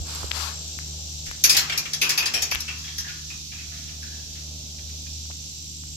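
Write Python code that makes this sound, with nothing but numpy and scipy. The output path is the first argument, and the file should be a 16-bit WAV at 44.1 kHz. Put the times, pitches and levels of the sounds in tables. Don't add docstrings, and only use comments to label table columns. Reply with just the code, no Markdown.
import sys
import numpy as np
from scipy import signal
from scipy.fft import rfft, irfft, next_fast_len
from scipy.io import wavfile
from scipy.ndimage import uniform_filter1d

SR = 44100
rng = np.random.default_rng(int(sys.argv[2]) if len(sys.argv) > 2 else 0)


def natural_amplitude(level_db):
    exponent = np.asarray(level_db, float) / 20
    return 10 ** exponent


def bounce(signal):
    frames = np.transpose(np.atleast_2d(signal))
    limited = np.clip(frames, -1, 1)
    pcm = np.round(limited * 32767).astype(np.int16)
    wavfile.write(sys.argv[1], SR, pcm)


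N = 262836


def unit(x):
    return x / np.sqrt(np.mean(x ** 2))


def curve(rows):
    times, *columns = np.transpose(rows)
    return [np.interp(np.arange(N) / SR, times, column) for column in columns]


def colour(points, size):
    hz, value = np.transpose(points)
    bins = np.arange(size // 2 + 1) * SR / size
    return np.interp(np.log(bins + 1), np.log(hz), value)


def sides(pan_db):
    return natural_amplitude(np.array([pan_db, -pan_db]) / 2).reshape(2, -1)


def ring(x, modes):
    size = next_fast_len(x.shape[-1])
    f = np.arange(size // 2 + 1) * SR / size + 1e-3
    response = 0
    for k, (hz, width, db) in enumerate(modes):
        response = response + (-1) ** k * natural_amplitude(db) / (1 + 1j * (f / hz - hz / f) * hz / width)
    return irfft(rfft(x, size) * response, size)[..., :x.shape[-1]]


def steep(x, hz, width):
    once = ring(x, [(hz, width, 0)])
    return ring(once, [(hz, width, 0)])


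def walk(rate):
    hold = int(SR / rate)
    steps = np.repeat(rng.standard_normal(N // hold + 1), hold)
    smooth = uniform_filter1d(uniform_filter1d(steps, hold), hold)
    return unit(smooth[:N])


def grit(shape, scatter_db):
    size_db = scatter_db * np.minimum(rng.standard_exponential(shape), 5)
    return unit(rng.standard_normal(shape) * natural_amplitude(size_db))


def spread(x, likeness):
    c = np.clip(likeness, -1, 1)
    common = np.sqrt(1 + c) * x[0]
    opposed = np.sqrt(1 - c) * x[1] * np.array([[1], [-1]])
    return (common + opposed) / np.sqrt(2)


def contact(rows, cycles):
    out, t = np.zeros((2, N + SR)), np.arange(8192) / SR
    for s, db, hz, pan_db in rows:
        rise = cycles / hz
        body = np.sin(2 * np.pi * hz * t) * t / rise * np.exp(1 - t / rise)
        body = ring(body, [(hz, 2.2 * hz, 0)])
        for side in range(2):
            far_side = (pan_db > 0) == side
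            at = int((s - rise) * SR + (12 if far_side else 0))
            out[side, at:at + len(t)] += natural_amplitude(db) * sides(pan_db)[side] * body
    return out[:, :N]


# f/Hz, level/dB per Hz
AIR_COLOUR = [(20, -27), (50, 6), (110, 2.5), (200, -4.5), (320, -7.5), (520, -26.5), (900, -24),
              (1500, -25), (2200, -41), (3000, -19.5), (8000, -12.5), (12000, -17), (16000, -22)]
# f/Hz, left-right correlation
AIR_LIKENESS = [(30, -0.2), (80, 0.49), (250, 0.91), (600, 0.085), (1300, -0.95), (3000, -0.79),
                (16000, 0.12)]


def air():
    noise = spread(rfft(rng.standard_normal((2, N))), colour(AIR_LIKENESS, N))
    shaped = irfft(noise * natural_amplitude(colour(AIR_COLOUR, N)), N)
    return unit(shaped) * natural_amplitude(-45.5 + 0.097 * walk(1.8))


# t/s, level/dB
WASH_LEVEL = [(0, -50.5), (1.2, -59.5), (2.4, -53), (2.85, -70), (3.5, -70), (4.4, -58), (5.0, -62.5),
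              (5.7, -67.5)]
# f/Hz, level/dB per Hz
WASH_SPECTRUM = [(150, -14), (300, -1), (800, -4.5), (1000, -14), (1500, -15), (4000, -44)]


def low_wash():
    noise = rfft(spread(rng.standard_normal((2, N)), 0.55))
    wash = unit(irfft(noise * natural_amplitude(colour(WASH_SPECTRUM, N)), N))
    level_db, = curve(WASH_LEVEL)
    return wash * natural_amplitude(level_db + 1.2 * walk(9.7))


# t/s, level/dB
MOTOR_LEVEL = [(0.0, -31.5), (0.08, -42.5), (0.23, -40.5), (0.41, -41), (0.94, -39.5), (1.36, -47),
               (1.81, -48), (1.87, -54), (2.74, -44), (3.17, -46.5), (3.25, -44.5), (4.88, -41),
               (5.93, -45), (5.96, -46)]
# multiple of the shaft tone, from t/s, to t/s, level/dB
MOTOR_HARMONICS = [(3, -1, 7, -61), (9, 3.62, 4.18, -69), (8, 4.22, 5.2, -69)]


def motor():
    shaft_hz, second_db = 76.07, -51.5
    first_db, = curve(MOTOR_LEVEL)
    t = np.arange(N) / SR
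    turn = 2 * np.pi * shaft_hz * t + 0.33 * walk(3.295)
    out = natural_amplitude(first_db + 1.8 * walk(8.5)) * np.sin(turn)
    out = out + natural_amplitude(second_db + 1.95 * walk(7.8)) * np.sin(2 * turn)
    for multiple, start, end, db in MOTOR_HARMONICS:
        on = np.clip(np.minimum(t - start, end - t) / 0.1, 0, 1)
        harmonic = np.sin(np.round(multiple) * turn + 0.45 * walk(13))
        out = out + on * natural_amplitude(db + 2.3 * walk(12)) * harmonic
    return np.sqrt(2) * out * sides(1.0)


# t/s, chorus level/dB, nearer buzz level/dB, left minus right level/dB
INSECT_LEVELS = [(0, -40, -42.5, 3), (.7, -37.5, -45.5, .5), (1.3, -38.5, -49, 0), (2.7, -39, -61, -1),
                 (3.6, -39.5, -62, -3.5), (4.5, -40.5, -60, -2), (5.1, -39, -52.5, -2.5),
                 (5.96, -41, -46.5, -2)]
# f/Hz, relative width/Hz (broadened below), relative level/dB
INSECT_BANDS = [(2800, 820, -11.5), (3814, 1190, -4), (4690, 1230, -3.5), (5836, 950, 2.5),
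                (7100, 610, -4.5), (12600, 3100, -17.5), (14450, 60, -14)]


def insects():
    chorus_db, buzz_db, pan_db = curve(INSECT_LEVELS)
    throb = 0.34 * walk(8.8)
    chorus = 0
    for hz, width, db in INSECT_BANDS:
        clicks = spread(grit((2, N), 0.97), 0.0077)
        chorus = chorus + steep(clicks, hz, 1.52 * width) * natural_amplitude(db + throb + 0.24 * walk(7.2))
    chorus = signal.sosfilt(signal.butter(4, 2100, "high", fs=SR, output="sos"), chorus)

    buzz_hz, buzz_width_hz, pulse_rate_hz = 7500, 340, 57
    phase = np.cumsum(pulse_rate_hz * (1 + 0.049 * walk(3.4))) / SR
    pulses = np.exp(1.05 * np.cos(2 * np.pi * phase))
    strokes = pulses * spread(rng.standard_normal((2, N)), 0.2)
    buzz = steep(strokes, buzz_hz, buzz_width_hz) * natural_amplitude(0.2 * walk(17))
    return (unit(chorus) * natural_amplitude(chorus_db) + unit(buzz) * natural_amplitude(buzz_db)) * sides(pan_db)


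# t/s, relative level/dB, f/Hz, left minus right level/dB
HAND_THUMPS = [(.014, -25.5, 75.7, -8), (.242, -30, 72, -7), (1.29, -38, 50, 11), (2.555, -41, 53.5, -20)]


def thumps():
    return contact(HAND_THUMPS, 0.68)


# start t/s, length t/s, hiss level/dB, hollow note level/dB, left minus right level/dB
BRUSH_STROKES = [(0.03, 0.37, -38, -45, -4), (0.315, 0.27, -38, -42.5, 19.5)]
# f/Hz, width/Hz, relative level/dB
BRUSH_HISS = [(2300, 700, 2), (4600, 1170, 11), (10800, 4900, 1.5)]


def brush():
    rise, fall = 0.21, 0.64
    rub = spread(grit((2, N), 3.1), 0.061)
    hiss = unit(ring(rub, BRUSH_HISS))
    hollow = unit(steep(rub, 1110, 1150))
    t = np.arange(N) / SR
    out = 0
    for s, length, hiss_db, hollow_db, pan_db in BRUSH_STROKES:
        along = (t - s) / length
        ramp = np.clip(np.minimum(along / rise, (1 - along) / fall), 0, 1)
        swell = np.sin(np.pi / 2 * ramp) ** 2
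        out = out + swell * sides(pan_db) * (natural_amplitude(hiss_db) * hiss + natural_amplitude(hollow_db) * hollow)
    return out


# t/s, body relative level/dB, body f/Hz, bright snap relative level/dB, left minus right level/dB
TICKS_AND_CRACK = [(.15, -45, 3000, -11, 6), (.233, -27, 1000, -72, -15), (.243, -28.5, 430, -60, -14),
                   (0.3129, -28, 2300, -45, 33), (.316, -14.5, 3240, -20, 26.5),
                   (0.7889, -25.5, 1960, -20, 18), (1.09, -60, 2860, -44, 8), (1.215, -55, 3000, -38, 0.1),
                   (1.3135, -18, 1780, -19, 2), (1.497, -5, 5000, -16, 5), (2.5222, -23, 1020, -45, 22),
                   (2.5497, -17, 2600, -7, 21), (2.5568, -9.5, 2800, -16, 10), (5.256, -40, 1510, -60, 3),
                   (5.302, -33.5, 730, -55, 3), (5.309, -36, 1340, -55, 10), (5.315, -29, 2400, -55, -7),
                   (5.837, -34, 1650, -55, -5)]


def ticks_and_crack():
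    snap_hz, body_cycles, snap_cycles = 11400, 0.32, 0.42
    bodies = [(s, body_db, hz, pan_db) for s, body_db, hz, _, pan_db in TICKS_AND_CRACK]
    snaps = [(s, snap_db, snap_hz, pan_db / 2) for s, _, _, snap_db, pan_db in TICKS_AND_CRACK]
    return contact(bodies, body_cycles) + contact(snaps, snap_cycles)


# t/s, thick wires relative level/dB, their loudest f/Hz,
# thin wires relative level/dB, decay by 60 dB t/s (scaled for each part below)
FENCE_KNOCKS = [(1.263, -38.5, 2330, -34, 0.22), (1.4404, -17.5, 2300, -9, 0.17),
                (1.4959, -22, 2660, -12, 0.28), (1.5484, -22, 2600, -26, .18),
                (1.5684, -19.5, 2600, -13.5, 0.21), (1.698, -21.5, 2440, -29, 0.12),
                (1.7235, -25, 2650, -31, 0.18), (1.7777, -27, 2430, -17, 0.13),
                (1.8553, -29, 2100, -51, 0.12), (1.935, -29.5, 3160, -20.5, 0.14),
                (2.0167, -17, 2600, -17, 0.24), (2.0942, -25, 2220, -17, 0.2),
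                (2.178, -19.5, 2400, -17.5, .21), (2.2268, -22.5, 2600, -39, 0.078),
                (2.2583, -26, 2550, -20, 0.17), (2.3396, -23, 3450, -20.5, 0.26),
                (2.4222, -30.5, 2450, -18.5, 0.17), (2.514, -23, 1990, -22, 0.16),
                (2.605, -54, 2680, -24.5, 0.11), (2.6807, -29, 2700, -35.5, 0.24),
                (2.7843, -58, 2800, -38.5, 0.2), (2.8406, -41, 3100, -41, 0.28),
                (2.8737, -37.5, 3130, -49, 0.26), (2.9832, -36, 3240, -25.5, 0.18),
                (3.047, -37.5, 1630, -52, 0.26), (3.0809, -36.5, 1460, -39, 0.28),
                (3.301, -37.5, 2660, -40, 0.2), (3.52, -38, 2330, -43, .21), (3.5848, -41, 2360, -48, 0.32),
                (3.718, -45, 1820, -51, 0.59), (3.8796, -44, 2680, -48, 0.22),
                (4.0245, -44.5, 1670, -41, 0.37), (4.119, -52, 1700, -56, 0.54),
                (4.354, -44.5, 2650, -51, 0.22), (4.786, -47, 2560, -52, 0.087),
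                (4.892, -46, 2550, -44, 0.1), (5.063, -45.5, 2610, -54, 0.1)]
# f/Hz, width/Hz, relative level/dB
FENCE_MODES = [(354, 120, -6.5), (758, 69, -2), (1220, 310, 1), (1480, 21, -1.5), (1616, 350, -3.5),
               (1662, 166, 2), (2030, 630, -16.5), (2400, 38, 3), (2600, 920, -6), (2572, 71, 3),
               (3240, 59, -2.5), (4000, 90, -2.5), (4290, 68, -1.5), (4850, 140, -0.5), (5297, 180, 7),
               (5335, 270, 6.5), (5660, 28, 6), (6104, 83, 2.5), (6910, 290, -5), (8000, 510, -16),
               (10400, 2160, 7), (12250, 680, 11), (13100, 1000, -12), (14700, 330, -4), (15100, 900, 0)]


def rattle():
    out, size = np.zeros((2, N + SR)), 2 ** 14
    t, fence = np.arange(size) / SR, np.array(FENCE_MODES)
    part = np.digitize(fence[:, 0], [1350, 3500, 9000])
    slowness = (2.6, 1.3, 0.98, 0.79)
    pans_db = (2.5, 2.5, 2.5, 0)
    right_lag = 20
    for s, low_db, struck_hz, high_db, t60 in FENCE_KNOCKS:
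        contacts = spread(grit((2, size), 2.4), 0.17)
        chance = rng.standard_normal((len(fence), 2))
        modes = fence.copy()
        modes[:, 0] += 0.02 * fence[:, 0] * chance[:, 0]
        modes[:, 2] += 2.5 * chance[:, 1]
        modes[:, 2] += 10.4 * np.exp(-(np.log(modes[:, 0] / struck_hz) / 0.15) ** 2)
        modes[:, 1] *= 1 + 12 * natural_amplitude(low_db)
        levels_db = (-7 + 1.19 * low_db, low_db, high_db, 2 + 1.303 * high_db)
        knock = 0
        for k, (part_db, slow, pan_db) in enumerate(zip(levels_db, slowness, pans_db)):
            build_up = 1 - np.exp(-t / (0.0016 * slow))
            shower = build_up * np.exp(-np.log(1000) * t / (t60 * slow))
            part_modes = modes[part == k]
            loudness = np.sqrt(np.mean(ring(contacts, part_modes) ** 2))
            knock = knock + sides(pan_db) * natural_amplitude(part_db) / loudness * ring(shower * contacts, part_modes)
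        start = int((s - 0.003) * SR)
        for side, at in enumerate((start, start + right_lag)):
            out[side, at:at + size] += knock[side]
    return out[:, :N]


def yard(x, t60, wet_db):
    t = np.arange(SR // 3) / SR
    tail = rng.standard_normal((2, len(t))) * np.exp(-np.log(1000) * t / t60) * (t > 0.008)
    tail = ring(tail, [(2200, 2000, 0)])
    tail = tail / np.sqrt(np.sum(tail[0] ** 2))
    return x + natural_amplitude(wet_db) * signal.fftconvolve(x, tail, axes=1)[:, :N]


def scene():
    background = air() + low_wash() + motor() + insects()
    near = brush() + ticks_and_crack() + rattle()
    return background + thumps() + yard(near, 0.55, -17.5)


def band_limit(x):
    return signal.sosfilt(signal.butter(12, 16470, fs=SR, output="sos"), x)


# f/Hz, level/dB
MIC_RESPONSE = [(20, 0), (7700, 1.5), (8200, -5.5), (10000, -5), (12200, -1), (15000, -8), (15900, -15),
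                (16400, -37), (22000, -50)]


def record(dry):
    padded = np.pad(dry, ((0, 0), (2048, 2048)), "reflect")
    size = padded.shape[1]
    heard = irfft(rfft(padded) * natural_amplitude(colour(MIC_RESPONSE, size)), size)[:, 2048:-2048]
    return band_limit(np.clip(heard, -1, 1))


dry = scene()
out = record(dry)
bounce(out)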